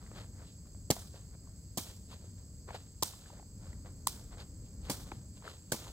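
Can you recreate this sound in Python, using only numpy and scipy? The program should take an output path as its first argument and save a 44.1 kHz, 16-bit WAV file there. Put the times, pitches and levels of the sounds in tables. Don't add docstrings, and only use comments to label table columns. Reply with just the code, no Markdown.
import sys
import numpy as np
from scipy import signal
from scipy.fft import rfft, irfft
from scipy.io import wavfile
from scipy.ndimage import uniform_filter1d

SR = 44100
rng = np.random.default_rng(int(sys.argv[2]) if len(sys.argv) > 2 else 0)


def undo_db(level):
    steps = np.asarray(level, float) / 20
    return 10 ** steps


def wrap_up_sound(samples):
    columns = np.atleast_2d(samples).T
    tamed = np.clip(columns, -1, 1)
    steps = np.round(tamed * 32767).astype(np.int16)
    wavfile.write(sys.argv[1], SR, steps)


N = 261380
HZ = np.maximum(np.fft.rfftfreq(N, 1 / SR), 1)

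# time in [s], level in [dB].
ROAD_LEVEL = [(0.0, -51), (0.41, -49), (1.45, -51), (3.2, -51), (3.71, -48.5), (5.0, -46.5), (5.53, -52.5),
              (5.93, -49.5)]
# frequency in [Hz], density in [dB per Hz].
ROAD_COLOUR = [(12, -57.5), (20, -17), (49, -1.5), (97, -1), (134, -8.5), (200, -9.5), (250, -17.5),
               (276, -15), (359, -24.5), (390, -24), (633, -31), (700, -38), (840, -38), (1600, -45),
               (2500, -49), (3250, -107.5), (5500, -120)]
# frequency in [Hz], density in [dB per Hz].
LEAF_COLOUR = [(1500, -8.5), (2700, -6), (4000, -6.5), (5000, -21), (5500, 7), (5850, -28), (6300, -9),
               (7500, -9), (9300, -7), (10500, -8), (12000, -8.5), (14000, -5), (16500, -6.5)]
LEAF_DB = -73
# centre in [Hz], width in [Hz], level in [dB].
INSECT_BODIES = [(4740, 860, -6.5), (6450, 640, -6.5), (7708, 810, 0.5), (11080, 1000, -22)]
CHORUS_DB, CHORUS_START_DB, CHORUS_SWELL_S = -59.5, -3, 0.065
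# frequency in [Hz], level in [dB], t60 in [s].
TREE_SCATTER = [(400, -11.5, 0.91), (1010, -2.5, 0.42), (2100, -16.5, 0.56), (3450, -2, 0.59),
                (5000, -2, 0.59), (7460, 0, 0.47), (11000, -10, 0.51), (15000, -6, 0.46)]
TREE_BUILD_S, TREE_KNEE = 0.0078, 0.78

# start in [s], peak in [dB], pitch in [Hz], t60 in [s].
FOOT_TAPS = [(0.062, -52.5, 1800, 0.07), (0.114, -40.5, 380, 0.015), (0.182, -50, 473, 0.014),
             (0.655, -59, 1160, 0.012), (0.747, -53, 640, 0.008), (0.965, -37, 700, 0.015),
             (1.14, -45, 450, 0.033), (1.347, -63, 554, 0.012), (1.471, -56, 1070, 0.016),
             (2.127, -47.5, 891, 0.0074), (2.241, -51, 452, 0.021), (2.686, -40.5, 550, 0.02),
             (2.705, -36.5, 700, 0.015), (2.744, -35.5, 680, 0.044), (3.134, -49.5, 1040, 0.014),
             (3.258, -49.5, 1520, 0.012), (3.3, -47, 930, 0.027), (3.33, -47.5, 630, 0.014),
             (3.395, -44.5, 805, 0.022), (3.425, -50, 740, 0.019), (3.846, -50.5, 464, 0.028),
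             (4.371, -47, 471, 0.0099), (4.414, -59, 560, 0.0045), (5.1165, -35.5, 766, 0.014),
             (5.1165, -34, 334, 0.019), (3.728, -55.5, 1890, .015), (5.422, -49, 1010, 0.0096),
             (5.476, -33.5, 1280, 0.0088), (5.866, -47, 975, 0.011)]
# loudest moment in [s], rise in [s], fall in [s], scuff in [dB],
# scratch relative to the scuff in [dB].
SOLE_SCUFFS = [(0.022, 0.04, 0.2, -62.5, -8), (0.195, .075, 0.074, -53.5, -3),
               (0.42, 0.095, 0.057, -59.5, -12), (0.672, 0.027, 0.034, -68, -6),
               (1.164, 0.038, 0.097, -61, -2), (1.348, 0.052, 0.014, -62, -13),
               (1.47, .09, 0.15, -70.5, -15), (2.126, 0.046, 0.064, -59, 1), (2.242, 0.13, .15, -71, -1),
               (2.382, 0.014, .07, -68, -4), (2.688, 0.013, 0.051, -47, -13),
               (2.758, 0.048, 0.018, -50.5, -2), (2.775, .02, 0.15, -65.5, 0.5), (3.27, 0.27, 0.19, -67, 2),
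               (3.385, 0.2, 0.099, -67.5, -32), (3.655, 0.075, 0.18, -62, -7),
               (3.858, 0.0097, 0.086, -60, -9), (4.336, 0.037, .03, -55, -8),
               (4.384, 0.022, 0.092, -56, -4), (4.85, .03, 0.11, -65, 3), (4.885, 0.074, 0.1, -59.5, -6),
               (5.376, 0.041, 0.021, -69, 3), (5.47, 0.05, 0.014, -49.5, -12),
               (5.495, 0.075, 0.11, -57, 0.5)]
# [s, s, s, dB, dB].
FOOT_LANDINGS = [
    (0.968, 0.022, 0.11, -55, -15),
    (1.87, 0.1, 0.11, -62.5, 2),
    (3.115, 0.058, 0.05, -63.5, 1),
    (4.174, 0.12, 0.13, -62, -15),
    (4.94, 0.07, 0.19, -58.5, -13),
    (5.12, 0.13, 0.12, -63, -2),
    (5.82, 0.14, 0.67, -57, -1),
]
# [s, s, s, dB, dB].
TOE_BRUSHES = [
    (0.475, 0.059, 0.1, -74.5, 10),
    (4.66, 0.038, 0.081, -80, 8.5),
    (4.415, 0.008, .03, -71, 9),
    (6.4, 0.0089, 0.032, -64, 5),
    (1.9, 0.0054, 0.03, -64, 0),
    (4.4, 0.0028, 0.0098, -68, 15.5),
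    (0.16, 0.011, 0.024, -64, -4),
]
SAND_FOLLOWS = 1.5
SCUFF_SAND_DB, LANDING_SAND_DB, BRUSH_SAND_DB = -6.5, -3, -18.0
DRAG_SPAN_DB, DRAG_FLATNESS = 20, 1.26
# frequency in [Hz], density in [dB per Hz].
CRUNCH_COLOUR = [(210, -51), (350, 3.5), (515, 3.5), (679, 2), (958, -0.5), (1320, -2.5), (2250, -9),
                 (2600, -11.5), (3380, -53.5), (5720, -120)]
# frequency in [Hz], density in [dB per Hz].
SCRATCH_COLOUR = [(1900, -15), (2600, 3.5), (3500, 4), (4700, 3.5), (5400, -2.5), (7000, -46)]
# frequency in [Hz], density in [dB per Hz].
SAND_COLOUR = [(5000, -26), (6500, 15.5), (9000, 1), (12000, 1), (16000, -5)]

# pitch in [Hz], time to full swing in [ms], signed size of first swing [factor].
BALL_MODES = [
    (122.7, 4.35, 0.28),
    (434, 1.22, -0.33),
    (976, 2, -0.46),
    (1710, 2.2, -0.17),
]
# start in [s], push in [dB], cavity in [dB], shell in [dB],
# pitch by where the ball is struck [factor].
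BALL_BLOWS = [(0.9025, -20, -9, -68, 1.13), (0.9088, -30, -16, -47, 0.62), (0.917, -56, -34, -53, 1.1),
              (1.7737, -28.5, -25, -37.5, 1.04), (1.7825, -36, -60, -41, 1.1),
              (3.0248, -30, -23, -23.5, 1.03), (3.0314, -59, -36, -27.5, 0.98),
              (4.0701, -59, -55, -19.5, 1.053), (4.897, -25, -23, -37, 1.21), (4.9050, -35, -46, -34, 0.89),
              (5.7207, -29.5, -17, -35, 0.98), (5.7285, -32.5, -29, -54, 1.0),
              (5.7428, -40.5, -28, -44, 0.9)]
# start in [s], level in [dB], pitch [factor].
HOLE_RIM_HITS = [
    (0.909, -34, 0.8),
    (4.072, -29, 1.13),
    (4.897, -32, 1.27),
    (4.906, -35, 0.99),
    (5.72, -18.5, 0.917),
]
# frequency in [Hz], density in [dB per Hz].
RATTLE_COLOUR = [(150, 0.5), (280, 2), (500, -9), (800, -8), (1400, -22), (2200, -14.5)]
RATTLE_DB, RATTLE_T60_S = -5, 0.064
# start in [s], crackle in [dB],
# squeeze in [ms], sideways share in [dB], tree scatter in [dB].
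STRAND_SQUEEZES = [(0.9026, -23, 5.9, 12, -46.5), (0.9086, -23, 5.1, 9, -57), (1.772, -30, 8.5, 5, -48.5),
                   (1.7781, -31.5, 9, 7, -52.5), (3.023, -28, 7.5, 12.5, -47), (3.0304, -21.5, 6.3, 5, -73),
                   (4.0696, -18, 5.4, 0, -49.5), (4.8961, -30.5, 10.5, 6, -47.5), (4.9055, -41, 25, 8, -67),
                   (5.7180, -26.5, 8.9, 10, -49.5), (5.725, -36, 11, 6, -53.5)]
# frequency in [Hz], density in [dB per Hz].
STRAND_COLOUR = [(880, -94), (1500, -44), (1680, -14.5), (2580, -16), (3280, -4), (3930, -7.5),
                 (4570, -1.5), (5810, -6), (6360, 1), (7850, 1.5), (10100, -5), (15200, -7.5), (16500, -6)]

# frequency in [Hz], left lag in [radians], left minus right in [dB],
# likeness of far sound [0 to 1].
MIC_PORTS = [(30.3, 0.017, 1.7, .99), (257, 0.2, 0.7, 1), (700, 0.15, 0.5, 0.68), (1540, 0.93, 5, 0.71),
             (2640, 2.02, 2.5, 0.9), (4530, 1.82, -3.5, 0.083), (7100, 0.44, -1, 1),
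             (8400, 0.021, -4, 0.93), (12000, .05, -5, 0.99), (16500, 0.05, -6, 1)]
TOP_HZ = 15950


def rms_one(x):
    return x / np.sqrt(np.mean(x ** 2) + 1e-20)


def in_time(rows):
    s, *columns = np.transpose(rows)
    return [np.interp(np.arange(N) / SR, s, c) for c in columns]


def at_hz(points, hz, order=1):
    points = np.array(points)
    return np.interp(np.log(hz), np.log(points[:, 0]), points[:, order])


def colour(x, spectrum):
    hz = np.maximum(np.fft.rfftfreq(8192, 1 / SR), 1)
    below = np.log2(np.maximum(spectrum[0][0] / hz, 1))
    above = np.log2(np.maximum(hz / spectrum[-1][0], 1))
    shape_db = np.maximum(at_hz(spectrum, hz) - 18 * (below + above), -90)
    cepstrum = irfft(np.log(undo_db(shape_db)))
    cepstrum[1:4096] *= 2
    cepstrum[4097:] = 0
    response = irfft(np.exp(rfft(cepstrum)))
    return signal.fftconvolve(x, response[None], axes=-1)[:, :N]


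def drift(rate):
    r = np.exp(-80 * np.pi * rate / SR)
    noise = rng.standard_normal(N // 40 + 2002)
    slow = rms_one(signal.lfilter([1], [1, -2 * r, r * r], noise)[2000:])
    return np.interp(np.arange(N) / 40, np.arange(len(slow)), slow)


def resonate(x, hz, width_hz):
    r = np.exp(-np.pi * width_hz / SR)
    zeros = np.array([1, 0, -1]) * (1 - r * r) / 2
    return signal.lfilter(zeros, [1, -2 * r * np.cos(2 * np.pi * hz / SR), r * r], x)


def grains(per_s, spread_db):
    sizes = undo_db(spread_db * np.minimum(rng.exponential(1, (2, N)), 4))
    signs = rng.choice([-1, 1], (2, N))
    return rms_one(sizes * signs * (rng.random((2, N)) < per_s / SR))


def ports(pair, directness):
    shared, unshared = rfft(pair)
    alike = np.clip(1 - (1 - at_hz(MIC_PORTS, HZ, order=3)) * (1 - directness), 0, 1)
    half = undo_db(at_hz(MIC_PORTS, HZ, order=2) / 2) * np.exp(-0.5j * at_hz(MIC_PORTS, HZ))
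    a = np.sqrt((1 + alike) / 2) * shared
    b = np.sqrt((1 - alike) / 2) * unshared
    return irfft([(a + b) * half, (a - b) / half], N)


def background():
    road = rms_one(colour(rng.standard_normal((2, N)), ROAD_COLOUR))
    leaves = rms_one(colour(rng.standard_normal((2, N)), LEAF_COLOUR))
    road_db = in_time(ROAD_LEVEL)[0] + 0.73 * drift(1.16)
    return undo_db(road_db) * road + undo_db(LEAF_DB + 0.26 * drift(4.5)) * leaves


def insects():
    clicks, buzz = grains(6000, spread_db=2.5), 0
    for hz, width_hz, level_db in INSECT_BODIES:
        edges = [hz - width_hz / 2, hz + width_hz / 2]
        body = signal.butter(3, edges, "band", fs=SR, output="sos")
        buzz = buzz + undo_db(level_db + 0.39 * drift(19.0)) * rms_one(signal.sosfilt(body, clicks))
    yet_to_swell = np.maximum(1 - np.arange(N) / SR / CHORUS_SWELL_S, 0)
    return undo_db(CHORUS_DB - 5.0 + CHORUS_START_DB * yet_to_swell) * buzz


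def trees():
    t, echo = np.arange(SR // 2) / SR, 0
    blows = np.zeros(N)
    blows[[round(row[0] * SR) for row in STRAND_SQUEEZES]] = undo_db(2 * np.array(STRAND_SQUEEZES)[:, 4])
    white = rng.standard_normal((2, 2, N))
    lumps_db = 1.85 * drift(64.0)
    build = 1 - np.exp(-(t / TREE_BUILD_S) ** 2)
    for k, low in enumerate(280 * 2 ** np.arange(0, 6, 0.5)):
        half_octave = signal.butter(2, [low, low * np.sqrt(2)], "band", fs=SR, output="sos")
        band = signal.sosfilt(half_octave, white[k % 2])
        hz = low * 2 ** 0.25
        t60 = at_hz(TREE_SCATTER, hz, order=2)
        fall_db = at_hz(TREE_SCATTER, hz) + 14 - 60 * (t / t60) ** TREE_KNEE
        power = signal.fftconvolve(blows, undo_db(2 * fall_db) * build)[:N]
        echo = echo + band * np.sqrt(np.abs(power)) * undo_db(lumps_db + 1.0 * drift(36.0))
    return echo


def taps():
    out, t = np.zeros((2, N + 1024)), np.arange(1024) / SR
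    for s, peak_db, hz, t60 in FOOT_TAPS:
        at = round(s * SR)
        fade = undo_db(-60 * t / max(t60, 0.003)) * (1 - np.exp(-t / 0.001))
        crushed = rng.standard_normal((2, 1024)) * fade
        ring = resonate(resonate(crushed, hz, 270), hz, 790)
        ring = ring + 0.096 * resonate(resonate(crushed, 2 * hz, 1100), 2 * hz, 1400)
        out[:, at:at + 1024] += undo_db(peak_db - 0.5) * ring / np.abs(ring[0]).max()
    return out[:, :N]


def scuffs():
    drags, t = np.zeros((3, N)), np.arange(N) / SR
    kinds = ((SOLE_SCUFFS, SCUFF_SAND_DB), (FOOT_LANDINGS, LANDING_SAND_DB), (TOE_BRUSHES, BRUSH_SAND_DB))
    for rows, sand_db in kinds:
        for s, rise_s, fall_s, level_db, scratch_db in rows:
            away = np.maximum((s - t) / max(rise_s, 0.002), (t - s) / max(fall_s, 0.002))
            near = away < 3
            pressure_db = level_db - DRAG_SPAN_DB * away[near] ** DRAG_FLATNESS
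            drags[:, near] += undo_db(pressure_db + [[0], [scratch_db], [SAND_FOLLOWS * scratch_db + sand_db]])
    drags = uniform_filter1d(drags, size=200) * undo_db(1.4 * drift(47.0))
    grit = grains(3500, spread_db=3.8)
    colours = (CRUNCH_COLOUR, SCRATCH_COLOUR, SAND_COLOUR)
    return sum(rms_one(colour(grit, c)) * drag for c, drag in zip(colours, drags))


def swing(mode, level_db, pitch):
    hz, ms, sign = mode
    t = np.arange(4096) / SR
    x = t / (ms / 1000)
    shape = (x * np.exp(1 - x)) ** 3
    return sign * undo_db(level_db + 5.0) * shape * np.sin(2 * np.pi * hz * pitch * t)


def knocks():
    out, shaking, t = np.zeros((2, N + 4096)), np.zeros(N + 4096), np.arange(4096) / SR
    for s, *strengths_db, pitch in BALL_BLOWS:
        at = round(s * SR)
        for mode, level_db in zip(BALL_MODES, strengths_db):
            out[0, at:at + 4096] += swing(mode, level_db, pitch)
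        rattle_db = strengths_db[0] + RATTLE_DB - 60 * t / RATTLE_T60_S
        shaking[at:at + 4096] += undo_db(rattle_db) * np.minimum(t / 0.0029, 1)
    for s, level_db, pitch in HOLE_RIM_HITS:
        at = round(s * SR)
        out[0, at:at + 4096] += swing(BALL_MODES[-1], level_db, pitch)
    rattle = rms_one(colour(grains(12000, spread_db=4.5), RATTLE_COLOUR))
    return out[:, :N] + shaking[:N] * rattle


def burst(t, ms):
    x = t / (max(ms, 1.5) / 1000)
    return np.sin(np.pi * np.minimum(x, 1)) + 0.077 * (x > 0.5) * np.exp(-x / 1.5)


def kicks():
    snaps = rms_one(colour(grains(16000, spread_db=2), STRAND_COLOUR))
    squeeze, t = np.zeros((2, N)), np.arange(2048) / SR
    for s, crackle_db, ms, sideways_db, _ in STRAND_SQUEEZES:
        at = round(s * SR)
        squeeze[:, at:at + 2048] += undo_db([[crackle_db], [crackle_db + sideways_db]]) * burst(t, ms)
    return undo_db(-4.0) * snaps * squeeze


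def scene():
    far = ports(background() + insects(), directness=0.019)
    scatter = ports(trees(), directness=-0.016)
    feet_and_ball = ports(taps() + scuffs() + knocks(), directness=0.72)
    crackle = ports(kicks(), directness=-1.4)
    return far + scatter + feet_and_ball + crackle


def top_cut(x):
    return signal.sosfilt(signal.butter(12, 16990, fs=SR, output="sos"), x)


def record(dry):
    low_pass = signal.cheby2(10, 36, TOP_HZ + 350, fs=SR, output="sos")
    return top_cut(signal.sosfilt(low_pass, dry))


dry = scene()
out = record(dry)
wrap_up_sound(out)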